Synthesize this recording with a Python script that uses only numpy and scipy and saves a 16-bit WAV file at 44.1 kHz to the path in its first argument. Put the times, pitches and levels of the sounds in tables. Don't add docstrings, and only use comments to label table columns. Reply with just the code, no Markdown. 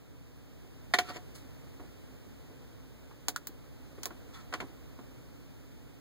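import sys
import numpy as np
from scipy import signal
from scipy.fft import rfft, irfft, next_fast_len
from scipy.io import wavfile
from scipy.ndimage import uniform_filter1d

SR = 44100
rng = np.random.default_rng(int(sys.argv[2]) if len(sys.argv) > 2 else 0)


def to_wav(sig):
    pcm = np.clip(np.atleast_2d(sig), -1, 1) * 32767
    pcm = np.round(pcm).astype(np.int16)
    wavfile.write(sys.argv[1], SR, pcm.T)


N = 264644
TIME = np.arange(N) / SR
RING = TIME[:SR // 3]

# [t/s, level/dB]
BACKGROUND_SWELL = [(0, -3), (1.3, 1.5), (3.5, -1), (4.2, 1.3), (6, -1)]
# [f/Hz, relative level per Hz/dB]
CABIN_SPECTRUM = [(25, -27), (40, -3), (55, -1), (80, -5), (112, -3.5), (150, -6.5), (200, -29), (265, -8),
                  (370, -24), (470, -21.5), (700, -37), (1400, -43), (4000, -60)]
# [f/Hz, relative level per Hz/dB]
HISS_SPECTRUM = [(20, -22), (35, -17), (55, 0.5), (110, -3), (155, -5.5), (400, -13.5), (600, -18),
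                 (1000, -24.5), (2600, -28.5), (5500, -34), (11000, -40.5), (15400, -35), (16000, -59)]
# [t/s, level/dB, rise time constant/s, contact corner f/Hz, strongest resonance f/Hz]
KNOCKS_ON_CONSOLE = [(0.9369, -21, 0.0018, 3430, 1880), (0.9862, -24, 0.00088, 3500, 710),
                     (1.095, -43, 0.0077, 850, 720), (1.159, -42, .003, 850, 720),
                     (1.796, -46, 0.0027, 750, 270), (1.834, -50.5, 0.0018, 450, 350),
                     (2.5, -48.5, 0.0023, 380, 288), (3.11, -57, .001, 1200, 1160),
                     (3.2845, -41, 0.00068, 660, 800), (3.489, -46.5, .0016, 300, 304),
                     (3.978, -47, 0.0033, 775, 313), (4.057, -44.5, 0.0013, 1090, 1100),
                     (4.105, -45.5, .0013, 950, 336), (4.5249, -41.5, 0.0015, 1670, 1080),
                     (4.538, -33.5, 0.00022, 2600, 1100), (4.6017, -37, 0.0014, 2070, 1020),
                     (4.623, -39.5, 0.001, 300, 270), (4.692, -52.5, .0026, 399, 300),
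                     (4.987, -46.5, 0.0024, 770, 493)]
# [peak t/s, swell time constant/s, fade time constant/s, level/dB, corner f/Hz, bezel ring level/dB]
SKIN_RUBS = [(1.096, .018, 0.021, -39.5, 3230, -6.5), (1.162, 0.02, 0.012, -43, 3430, -14),
             (1.355, 0.006, .028, -47.5, 8500, -19), (4.345, 0.0061, 0.033, -41, 4200, 1.5),
             (4.401, 0.013, 0.013, -43.5, 4420, -1.5)]
# [t/s, level/dB, ping f/Hz, ping lift (or cut)/dB]
SWITCH_CLICKS = [(3.2834, -28, 6000, 1), (3.3614, -36.5, 1380, 15.5), (3.4707, -38.5, 15700, 10),
                 (4.0325, -39.5, 13500, -1.5), (4.056, -35.5, 13600, 3.5)]
# [f/Hz, width/Hz, relative level/dB]
PANEL_MODES = [(382, 13, 1), (417, 10, -11), (725, 16, 4.5), (848, 28, -8.5), (1039, 39, -3.5),
               (1343, 100, -4), (1462, 40, -2), (1780, 35, -5.5), (1918, 40, -2.5), (2222, 73, -4.5),
               (2280, 15, -5.5), (3160, 42, -2), (3600, 32, -6), (4170, 41, -5), (4240, 61, -0.5),
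               (4880, 180, -3.5), (5930, 60, -27)]
# [f/Hz, width/Hz, relative level/dB]
BEZEL_MODES = [(1087, 55, -9), (1324, 63, -1), (1866, 34, -7), (3465, 18, -11.5), (4550, 60, -39)]
# [f/Hz, width/Hz, relative level/dB]
SWITCH_MODES = [(1450, 37, 1.5), (3940, 130, -1), (4720, 36, -5), (5400, 140, -2), (5940, 160, 4.5),
                (7100, 70, -9), (7300, 200, -3), (9000, 80, 0)]
# [f/Hz, gain/dB]
TRIM_SPECTRUM = [(60, -22), (170, 7.5), (320, 14.5), (500, 7.5), (800, 4), (1400, 3.5), (2600, 5.5),
                 (4300, 3), (6500, 6.5), (11000, 6), (15000, 8)]
# [f/Hz, gain/dB]
SNAP_SPECTRUM = [(100, 1), (350, 5.5), (800, 4.5), (2200, 3), (4000, 5.5), (7500, 5.5), (10500, -0.5),
                 (13000, 0), (15500, 4.5)]

CABIN_DB, HISS_DB, HUM_DB = -47, -50.5, -48.5
HUM_HZ = 56.7
REFERENCE_HZ, REFERENCE_DB = 1000, -40
CRACK_DB, CRACK_DB_PER_OCTAVE = -7, 5
RING_DB, RING_DB_PER_DB = -8, 0.48
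RATTLE_T60_S = 0.078
FIDGETS_PER_S, FIDGET_DB, FIDGET_SPREAD_DB = 0.9, -61, 4
FIDGET_RISE_S, FIDGET_CORNER_HZ, FIDGET_SPOT_HZ = 0.0035, 450, 316
RUB_PANEL_DB, SQUEAK_DB = -10, 6
SNAP_DB, CLICK_T60_S = 12.5, 0.069
LEVEL_SAMPLES = 970
PORT_LAG = 16
TOP_HZ = 16500


def undb(db):
    return 10 ** (np.asarray(db) / 20)


def level(x, db, size=None):
    return x * undb(db) / np.sqrt(np.mean(x[..., :size] ** 2))


def shape(x, gain):
    size = 2 * next_fast_len(x.shape[-1])
    hz = np.arange(size // 2 + 1) * SR / size + 1
    cepstrum = irfft(np.log(gain(hz) + 1e-6))
    cepstrum[1:size // 2] *= 2
    cepstrum[size // 2 + 1:] = 0
    response = np.exp(rfft(cepstrum))
    return irfft(rfft(x, size) * response)[..., :x.shape[-1]]


def colour(x, points):
    hz, db = np.transpose(points)
    return shape(x, lambda f: undb(np.interp(np.log(f), np.log(hz), db)))


def soften(x, corner_hz):
    return shape(x, lambda f: 1 / np.sqrt(1 + (f / corner_hz) ** 4))


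def ping(x, hz, db, q):
    return shape(x, lambda f: undb(db / (1 + (q * (f / hz - hz / f)) ** 2)))


def burst(t60):
    return rng.standard_normal((2, len(RING))) * np.exp(-np.log(1000) * RING / t60)


def ring(modes, damping):
    hz, width, db = np.transpose(modes)[:, :, None]
    phase = rng.uniform(0, 2 * np.pi, (2, len(modes), 1))
    decay = np.exp(-np.pi * damping * width * RING)
    waves = undb(db) * width * decay * np.sin(2 * np.pi * hz * RING + phase)
    return level(waves.sum(axis=1), 0, size=441)


def ports(pair, apart_hz, slope):
    side = shape(pair[1], lambda f: np.minimum(f / apart_hz, 1) ** slope)
    return np.array([pair[0] + side, pair[0] - side])


def add(out, s, x):
    start = int(s * SR)
    out[:, start:start + x.shape[1]] += x[:, :N - start]


def walk(rate):
    hold = int(SR / rate)
    steps = np.repeat(rng.standard_normal(N // hold + 1), hold)
    smooth = uniform_filter1d(uniform_filter1d(steps, hold), hold)
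    return level(smooth[:N], 0)


def background(drift=0.018, drift_rate_hz=6.8):
    cabin = level(colour(rng.standard_normal(N), CABIN_SPECTRUM), CABIN_DB)
    hum_hz = HUM_HZ * (1 + drift * walk(drift_rate_hz))
    hum = level(np.sin(2 * np.pi * np.cumsum(hum_hz) / SR), HUM_DB)
    hiss = level(colour(rng.standard_normal((2, N)), HISS_SPECTRUM), HISS_DB)
    swell = undb(np.interp(TIME, *np.transpose(BACKGROUND_SWELL)))
    return (cabin + hum + hiss) * swell


def fidgets():
    rows = []
    for when, force, spot in rng.random((int(FIDGETS_PER_S * N / SR), 3)):
        db = FIDGET_DB + FIDGET_SPREAD_DB * (2 * force - 1)
        spot_hz = FIDGET_SPOT_HZ * 2 ** (spot - 0.5)
        rows.append((when * TIME[-1], db, FIDGET_RISE_S, FIDGET_CORNER_HZ, spot_hz))
    return rows


def console(crack_t60=0.028, damping=1.08, cabin_db=-26, cabin_t60=0.54, spot_db=6, spot_q=6):
    out = np.zeros((2, N))
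    for s, db, rise, corner_hz, spot_hz in list(KNOCKS_ON_CONSOLE) + fidgets():
        hardness = corner_hz / REFERENCE_HZ
        crack_db = CRACK_DB + CRACK_DB_PER_OCTAVE * np.log2(hardness)
        ring_db = RING_DB + RING_DB_PER_DB * (db - REFERENCE_DB)
        crack = undb(crack_db) * burst(crack_t60)
        tail = undb(cabin_db) * burst(cabin_t60)
        rattle = colour(crack + burst(RATTLE_T60_S) + tail, TRIM_SPECTRUM)
        panels = undb(ring_db) * ring(PANEL_MODES, damping)
        knock = (rattle + panels) * (1 - np.exp(-RING / rise))
        knock = ping(soften(knock, corner_hz), spot_hz, spot_db, spot_q)
        heard = ports(knock, apart_hz=1740, slope=1.36)
        add(out, s, level(heard, db, size=LEVEL_SAMPLES))
    return out


def rubs(grain_db=5, rattle_t60=0.11, squeak_hz=4350, squeak_q=11.0, damping=0.42):
    out = np.zeros((2, N))
    t = RING - RING.mean()
    for s, swell, fade, db, corner_hz, bezel_db in SKIN_RUBS:
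        slips = rng.standard_normal(len(RING)) * undb(grain_db * rng.exponential(size=len(RING)))
        trim = colour(burst(rattle_t60), TRIM_SPECTRUM)
        panels = undb(RUB_PANEL_DB) * ring(PANEL_MODES, damping)
        bezel = undb(bezel_db) * ring(BEZEL_MODES, damping)
        rub = irfft(rfft(trim + panels + bezel) * rfft(slips))
        rub = ping(soften(rub, corner_hz), squeak_hz, SQUEAK_DB, squeak_q)
        rub = level(ports(rub, apart_hz=1700, slope=0.83), db)
        add(out, s + t[0], rub * np.exp(np.minimum(t / swell, -t / fade)))
    return out


def switch(snap_t60=0.006, rise=0.00013, ring_db=-5, damping=1.0, ping_q=1.65):
    out = np.zeros((2, N))
    for s, db, ping_hz, ping_db in SWITCH_CLICKS:
        snap = undb(SNAP_DB) * burst(snap_t60)
        body = colour(snap + burst(CLICK_T60_S), SNAP_SPECTRUM)
        click = body + undb(ring_db) * ring(SWITCH_MODES, damping)
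        click = ping(click * (1 - np.exp(-RING / rise)), ping_hz, ping_db, ping_q)
        heard = ports(click, apart_hz=1900, slope=1.04)
        add(out, s, level(heard, db, size=LEVEL_SAMPLES))
    return out


def scene():
    return background() + console() + rubs() + switch()


def record(dry, balance_db=-1.03):
    other = np.pad(dry[::-1], ((0, 0), (PORT_LAG, 0)))[:, :N]
    balance = undb([[balance_db / 2], [-balance_db / 2]])
    wide = (dry - other) / np.sqrt(2) * balance
    rounded = 0.4 * np.tanh(wide / 0.4)
    top_cut = signal.ellip(10, 0.2, 80, TOP_HZ, fs=SR, output="sos")
    return signal.sosfilt(top_cut, rounded)


dry = scene()
out = record(dry)
to_wav(out)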